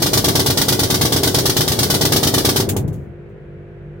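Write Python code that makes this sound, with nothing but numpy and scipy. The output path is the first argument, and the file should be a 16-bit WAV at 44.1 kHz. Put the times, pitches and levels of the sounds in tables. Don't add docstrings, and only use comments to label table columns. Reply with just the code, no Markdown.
import sys
import numpy as np
from scipy import signal
from scipy.fft import rfft, irfft
from scipy.io import wavfile
from scipy.ndimage import map_coordinates

SR = 44100
rng = np.random.default_rng(int(sys.argv[2]) if len(sys.argv) > 2 else 0)


def output_pcm(signal):
    pcm = np.clip(np.atleast_2d(signal).T, -1, 1) * 32767
    wavfile.write(sys.argv[1], SR, np.round(pcm).astype(np.int16))


N = 176400
TIME = np.arange(N) / SR


def from_db(db):
    return 10 ** (np.asarray(db) / 20)


def rms_one(x):
    return x / np.sqrt(np.mean(x ** 2) + 1e-20)


def at_hz(points, hz):
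    f, value = np.transpose(points)
    return np.interp(np.log(hz + 1), np.log(f), value)


def drift(rate):
    count = int(rate * N / SR) + 4
    return rms_one(signal.resample(rng.standard_normal(8192)[:count], N))


def low_cut(x, hz, order=2):
    return signal.sosfilt(signal.butter(order, hz, "high", fs=SR, output="sos"), x + 1e-18)


def resonance(x, hz, width):
    return signal.lfilter(*signal.iirpeak(hz, hz / width, fs=SR), x)


def pan(db):
    return from_db([[db / 2], [-db / 2]])


def pushes(events, length_s):
    out = np.zeros(N)
    for s, db in events:
        span = slice(int(s * SR), int((s + length_s) * SR) + 2)
        bump = np.sin(np.pi * np.clip((TIME[span] - s) / length_s, 0, 1)) ** 2
        out[span] += from_db(db) * bump / bump.sum()
    return out


def ring(x, hz, t60):
    r, w = 1000 ** (-1 / (t60 * SR)), 2 * np.pi * hz / SR
    return signal.lfilter([1 / 2, 0, -1 / 2], [1, -2 * r * np.cos(w), r * r], x + 1e-18)


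def running(end_s, fade_db_per_s):
    return from_db(-fade_db_per_s * np.maximum(TIME - end_s, 0))


# frequency in Hz, correlation.
STEREO_LIKENESS = [(60, .92), (150, 0.94), (300, 0.74), (600, 0.26), (1200, .25), (2500, .03)]
def noise(spectrum, likeness=STEREO_LIKENESS):
    hz = np.arange(N // 2 + 1) * SR / N
    mid, side = rfft(rng.standard_normal((2, N)))
    alike = at_hz(likeness, hz)
    stereo = np.sqrt(1 + alike) * mid + np.sqrt(1 - alike) * side * [[1], [-1]]
    return rms_one(irfft(from_db(at_hz(spectrum, hz)) * stereo, N))


# frequency in Hz, relative density in dB.
SITE_SPECTRUM = [(25, -33), (45, -19.5), (70, -5), (95, 1.5), (120, -2.5), (170, -3.5), (250, -19.5),
                 (300, -15), (400, -11), (560, -15), (750, -24), (1150, -29), (1550, -24.5), (2400, -31),
                 (3500, -43.5), (5000, -54.5), (9000, -60.5), (15000, -65.5)]
def site():
    return from_db(-39.5) * noise(SITE_SPECTRUM)


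# harmonic number, level in dB.
HUM_HARMONICS = [(1, -47.5), (2, -51), (3, -41.5), (4, -47.5), (7, -45), (8, -46), (9, -51), (10, -54),
                 (11, -60), (14, -61)]
def compressor(beat_hz=49.55, waver_db=2):
    angle = 2 * np.pi * np.cumsum(beat_hz * (1 + .004 * drift(8))) / SR
    hum = 0
    for k, db in HUM_HARMONICS:
        height = np.sqrt(2) * from_db(db + waver_db * drift(6.2))
        stereo_phase = np.array([[0], [rng.normal(0, .3)]])
        hum += height * np.cos(k * angle - .2505 * k * k + stereo_phase)
    return hum


# frequency in Hz, relative density in dB.
RUMBLE_SPECTRUM = [(30, -28), (60, -8.5), (110, 1.5), (200, -4.5), (400, -1.5), (700, -13.5), (1500, -27.5),
                   (3000, -44.5), (8000, -80)]
BOOM_SPECTRUM = [(40, -17.5), (75, -5.5), (100, 1), (155, -1.5), (230, -11), (400, -16), (800, -33.5),
                 (2000, -54), (6000, -90)]
# time in seconds, level in dB.
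BOOM_SWELL = [(2.5, -43), (2.67, -24.5), (2.89, -20.5), (2.97, -28.5), (3.12, -38), (3.35, -65)]
def panels():
    rumble = from_db(-24) * noise(RUMBLE_SPECTRUM) * running(end_s=2.74, fade_db_per_s=87)
    boom = from_db(np.interp(TIME, *np.transpose(BOOM_SWELL))) * noise(BOOM_SPECTRUM)
    return rumble + boom


# start in seconds, then relative
# levels in dB of the pulse, the first hiss and the second hiss.
STROKES = [(0.0202, -1.3, 0.4, 0), (0.1316, -0.2, 1.1, 2), (0.2417, 0.8, 0.3, 1.1), (0.3524, 1, 0.5, 1.5),
           (0.46, -0.5, 0.4, -0.2), (0.5722, -1.4, 0.5, 1.6), (0.6818, 0.4, 1.3, 0.7),
           (0.791, -1.3, -0.2, -0.8), (0.9005, -0.8, -0.4, 0.5), (1.0105, 0.5, 0.5, 0.6),
           (1.121, -0.6, 0, 0.3), (1.2317, -0.5, 0.9, 0.1), (1.3434, 0, 0.2, -0.1),
           (1.4542, -1.8, 0.5, 0.2), (1.565, 0, 0.2, 1.9), (1.6762, -1.8, -1, -0.9),
           (1.7881, -1, -0.6, 1.4), (1.8998, 0.5, 0.4, 0.9), (2.0095, 0.4, 0, 1.8), (2.1203, 1, 1.5, 3.1),
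           (2.229, 1, 0.3, 1.2), (2.3384, 1.5, -0.5, 1), (2.4478, 1.8, 1, 1.2), (2.5594, -0.3, 0.2, -2.5)]
# start in seconds, relative level in dB.
BOUNCES = [(2.653, -1), (2.707, -0.5), (2.765, -3), (2.803, -3), (2.848, -2.5), (2.879, 0), (2.961, -15),
           (3.021, -17)]
# frequency in Hz, level in dB, t60 in seconds.
GROUND_MODES = [(62.3, -35, 0.26), (92.2, -20.5, 0.35), (118.8, -19, 0.35), (145.3, -31.5, 0.095),
                (203, -34, 0.16), (333, -33.5, 0.078)]
def foot(landing_s=.0245):
    landings = [(s + landing_s, 0) for s, *_ in STROKES]
    push = pushes(landings + BOUNCES, length_s=.0028)
    thuds = sum(from_db(db) * ring(push, hz, t60) for hz, db, t60 in GROUND_MODES)
    return low_cut(thuds, hz=50.3)


def puff(start_s, db, attack_s, hold_s, fade_db_per_s):
    power, span = np.zeros(N), slice(int(start_s * SR), int((start_s + .5) * SR))
    age = TIME[span] - start_s
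    fade_db = fade_db_per_s * np.maximum(age - attack_s - hold_s, 0)
    power[span] = (np.clip(age / attack_s, 0, 1) * from_db(db - fade_db)) ** 2
    return power


def jet_noise(spectrum, peaks):
    air = low_cut(noise(spectrum, likeness=[(1000, .043)]), hz=1240)
    return air + sum(from_db(db) * resonance(air, hz, width) for hz, width, db in peaks)


# start in seconds, pulse level in dB, hiss level in dB,
# hold in seconds, fade in dB per second.
SPUTTERS = [(2.6883, -15, -17.5, 0.0046, 518), (2.764, -2, -21.5, 0.0026, 502),
            (2.876, -26, -41, 0.0044, 650), (2.927, -30, -47.5, 0.015, 400),
            (2.976, -48, -65.5, 0.057, 200), (3.289, -33, -73, 0.0085, 348)]
# frequency in Hz, relative density in dB.
SPUTTER_SPECTRUM = [(880, -32), (1500, 1), (1640, -4.5), (3360, -2.5), (5040, -7.5), (6510, -1.5),
                    (9100, -3), (10200, -4), (15800, -1.5)]
# frequency in Hz, width in Hz, gain in dB.
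PORT_WHISTLES = [(6780, 500, -5), (10400, 445, -4)]
def sputter_hiss(attack_s=.003):
    power = sum(puff(s, db, attack_s, hold, fade) for s, _, db, hold, fade in SPUTTERS)
    return rms_one(jet_noise(SPUTTER_SPECTRUM, PORT_WHISTLES)) * np.sqrt(power)


# frequency in Hz, relative density in dB.
JET_SPECTRUM = [(530, -30), (900, 3.5), (1050, -6.5), (1160, -4.5), (1270, -3), (1450, -5.5), (1580, -5),
                (2010, -5.5), (2520, -8), (3290, -0.5), (4650, 0), (5770, -1), (7160, -7.5), (9660, -6),
                (11300, -7.5), (15100, -6), (15800, -8)]
# frequency in Hz, width in Hz, gain in dB.
JET_RESONANCES = [(1134, 45, 3), (1471, 39, 2), (1930, 70, -13.5), (5200, 46, -11)]
# delay in seconds, gain.
JET_REFLECTIONS = [(.0019, 0.54), (.0042, 0.26), (.0071, 0.23)]
def jet(sway_s=.00015):
    air = jet_noise(JET_SPECTRUM, JET_RESONANCES)
    air -= .4 * resonance(air, hz=2620, width=310)
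    for side in air:
        side += sum(gain * map_coordinates(side, [(TIME - lag - sway_s * drift(3)) * SR], order=3)
                    for lag, gain in JET_REFLECTIONS)
    return rms_one(air)


SECOND_VENT_S = .0403
def jet_level(delay_s, second_trim_db=0):
    power = (from_db(-29) * running(end_s=2.6, fade_db_per_s=400)) ** 2
    for s, _, first_db, second_db in STROKES:
        power += puff(s + delay_s, first_db - 13, attack_s=.003, hold_s=.007, fade_db_per_s=360)
        power += puff(s + delay_s + SECOND_VENT_S, second_db - 13.5 + second_trim_db,
                      attack_s=.004, hold_s=.0029, fade_db_per_s=424)
    return np.sqrt(power)


def exhaust_hiss(delay_s=.00019, split_hz=6980, sizzle_lead_s=.0006, flutter_db=.56):
    air = jet()
    body = signal.sosfiltfilt(signal.butter(2, split_hz, fs=SR, output="sos"), air)
    sizzle = (air - body) * jet_level(delay_s - sizzle_lead_s, second_trim_db=-.6)
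    hiss = body * jet_level(delay_s) + sizzle + sputter_hiss()
    return hiss * from_db(flutter_db * drift(700)) * pan(db=1)


# frequency in Hz, relative density in dB.
TAIL_SPECTRUM = [(30, -34.5), (60, -22), (150, -4.5), (320, 0), (480, -2.5), (560, -6.5), (850, -6.5),
                 (1100, -20.5), (2000, -22), (4000, -45), (9000, -70.5)]
def form_tail(push, build_s=.00386, t60=.33):
    decay = (1 - np.exp(-TIME / build_s)) * 1000 ** (-TIME / t60)
    blend = drift(2)
    tail = 0
    for share in (np.cos(blend), np.sin(blend)):
        response = rms_one((noise(TAIL_SPECTRUM) * decay)[:, :SR // 2])
        tail += share * signal.fftconvolve(push[None], response, axes=1)[:, :N]
    return from_db(-34) * tail


# frequency in Hz, level in dB, t60 in seconds, leftward pan in dB.
AIR_MODES = [(124.3, -26, 0.2, .5), (155.5, -28.5, 0.25, 6), (200.8, -34, 0.4, 5), (223, -39, 0.35, -2),
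             (273, -29, .3, -7.5), (302, -31, 0.25, -11), (369.8, -29, 0.35, -0.5),
             (395.7, -30.5, 0.45, -2.5), (443.4, -33.5, 0.13, -8), (484, -37.5, 0.22, 0),
             (646, -23, 0.062, -7.5), (828, -22.5, 0.078, -2)]
def form_modes(push, swing_db=2.5):
    return sum(from_db(db) * pan(pan_db) * ring(push * from_db(swing_db * drift(3)), hz, t60)
               for hz, db, t60, pan_db in AIR_MODES)


# delay in seconds, left gain, right gain.
PANEL_ECHOES = [(.0026, .05, .6), (.0044, .15, 0.31), (.0068, 0.44, 0.69), (.0093, .2, .2),
                (.0135, 0.26, 0.2)]
def exhaust_pulses(pulse_s=.0012):
    first = [(s, db) for s, db, *_ in STROKES]
    second = [(s + SECOND_VENT_S, db - .5) for s, db in first]
    last = [(s, db) for s, db, *_ in SPUTTERS]
    push = pushes(first + second + last, pulse_s)
    pressure = push * pulse_s * SR / 2
    direct = from_db(-8.5) * low_cut(pressure, hz=180, order=1)
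    echoes = sum(np.interp(TIME - lag, TIME, direct) * np.array([[left], [right]])
                 for lag, left, right in PANEL_ECHOES)
    return direct + echoes + form_modes(push) + form_tail(push)


def scene():
    rammer = exhaust_pulses() + exhaust_hiss() + (foot() + panels()) * pan(db=2)
    return rammer + compressor() + site()


def record(dry):
    top_cut = signal.ellip(12, .1, 70, 15950, fs=SR, output="sos")
    return np.clip(signal.sosfilt(top_cut, dry), -1, 1)


dry = scene()
out = record(dry)
output_pcm(out)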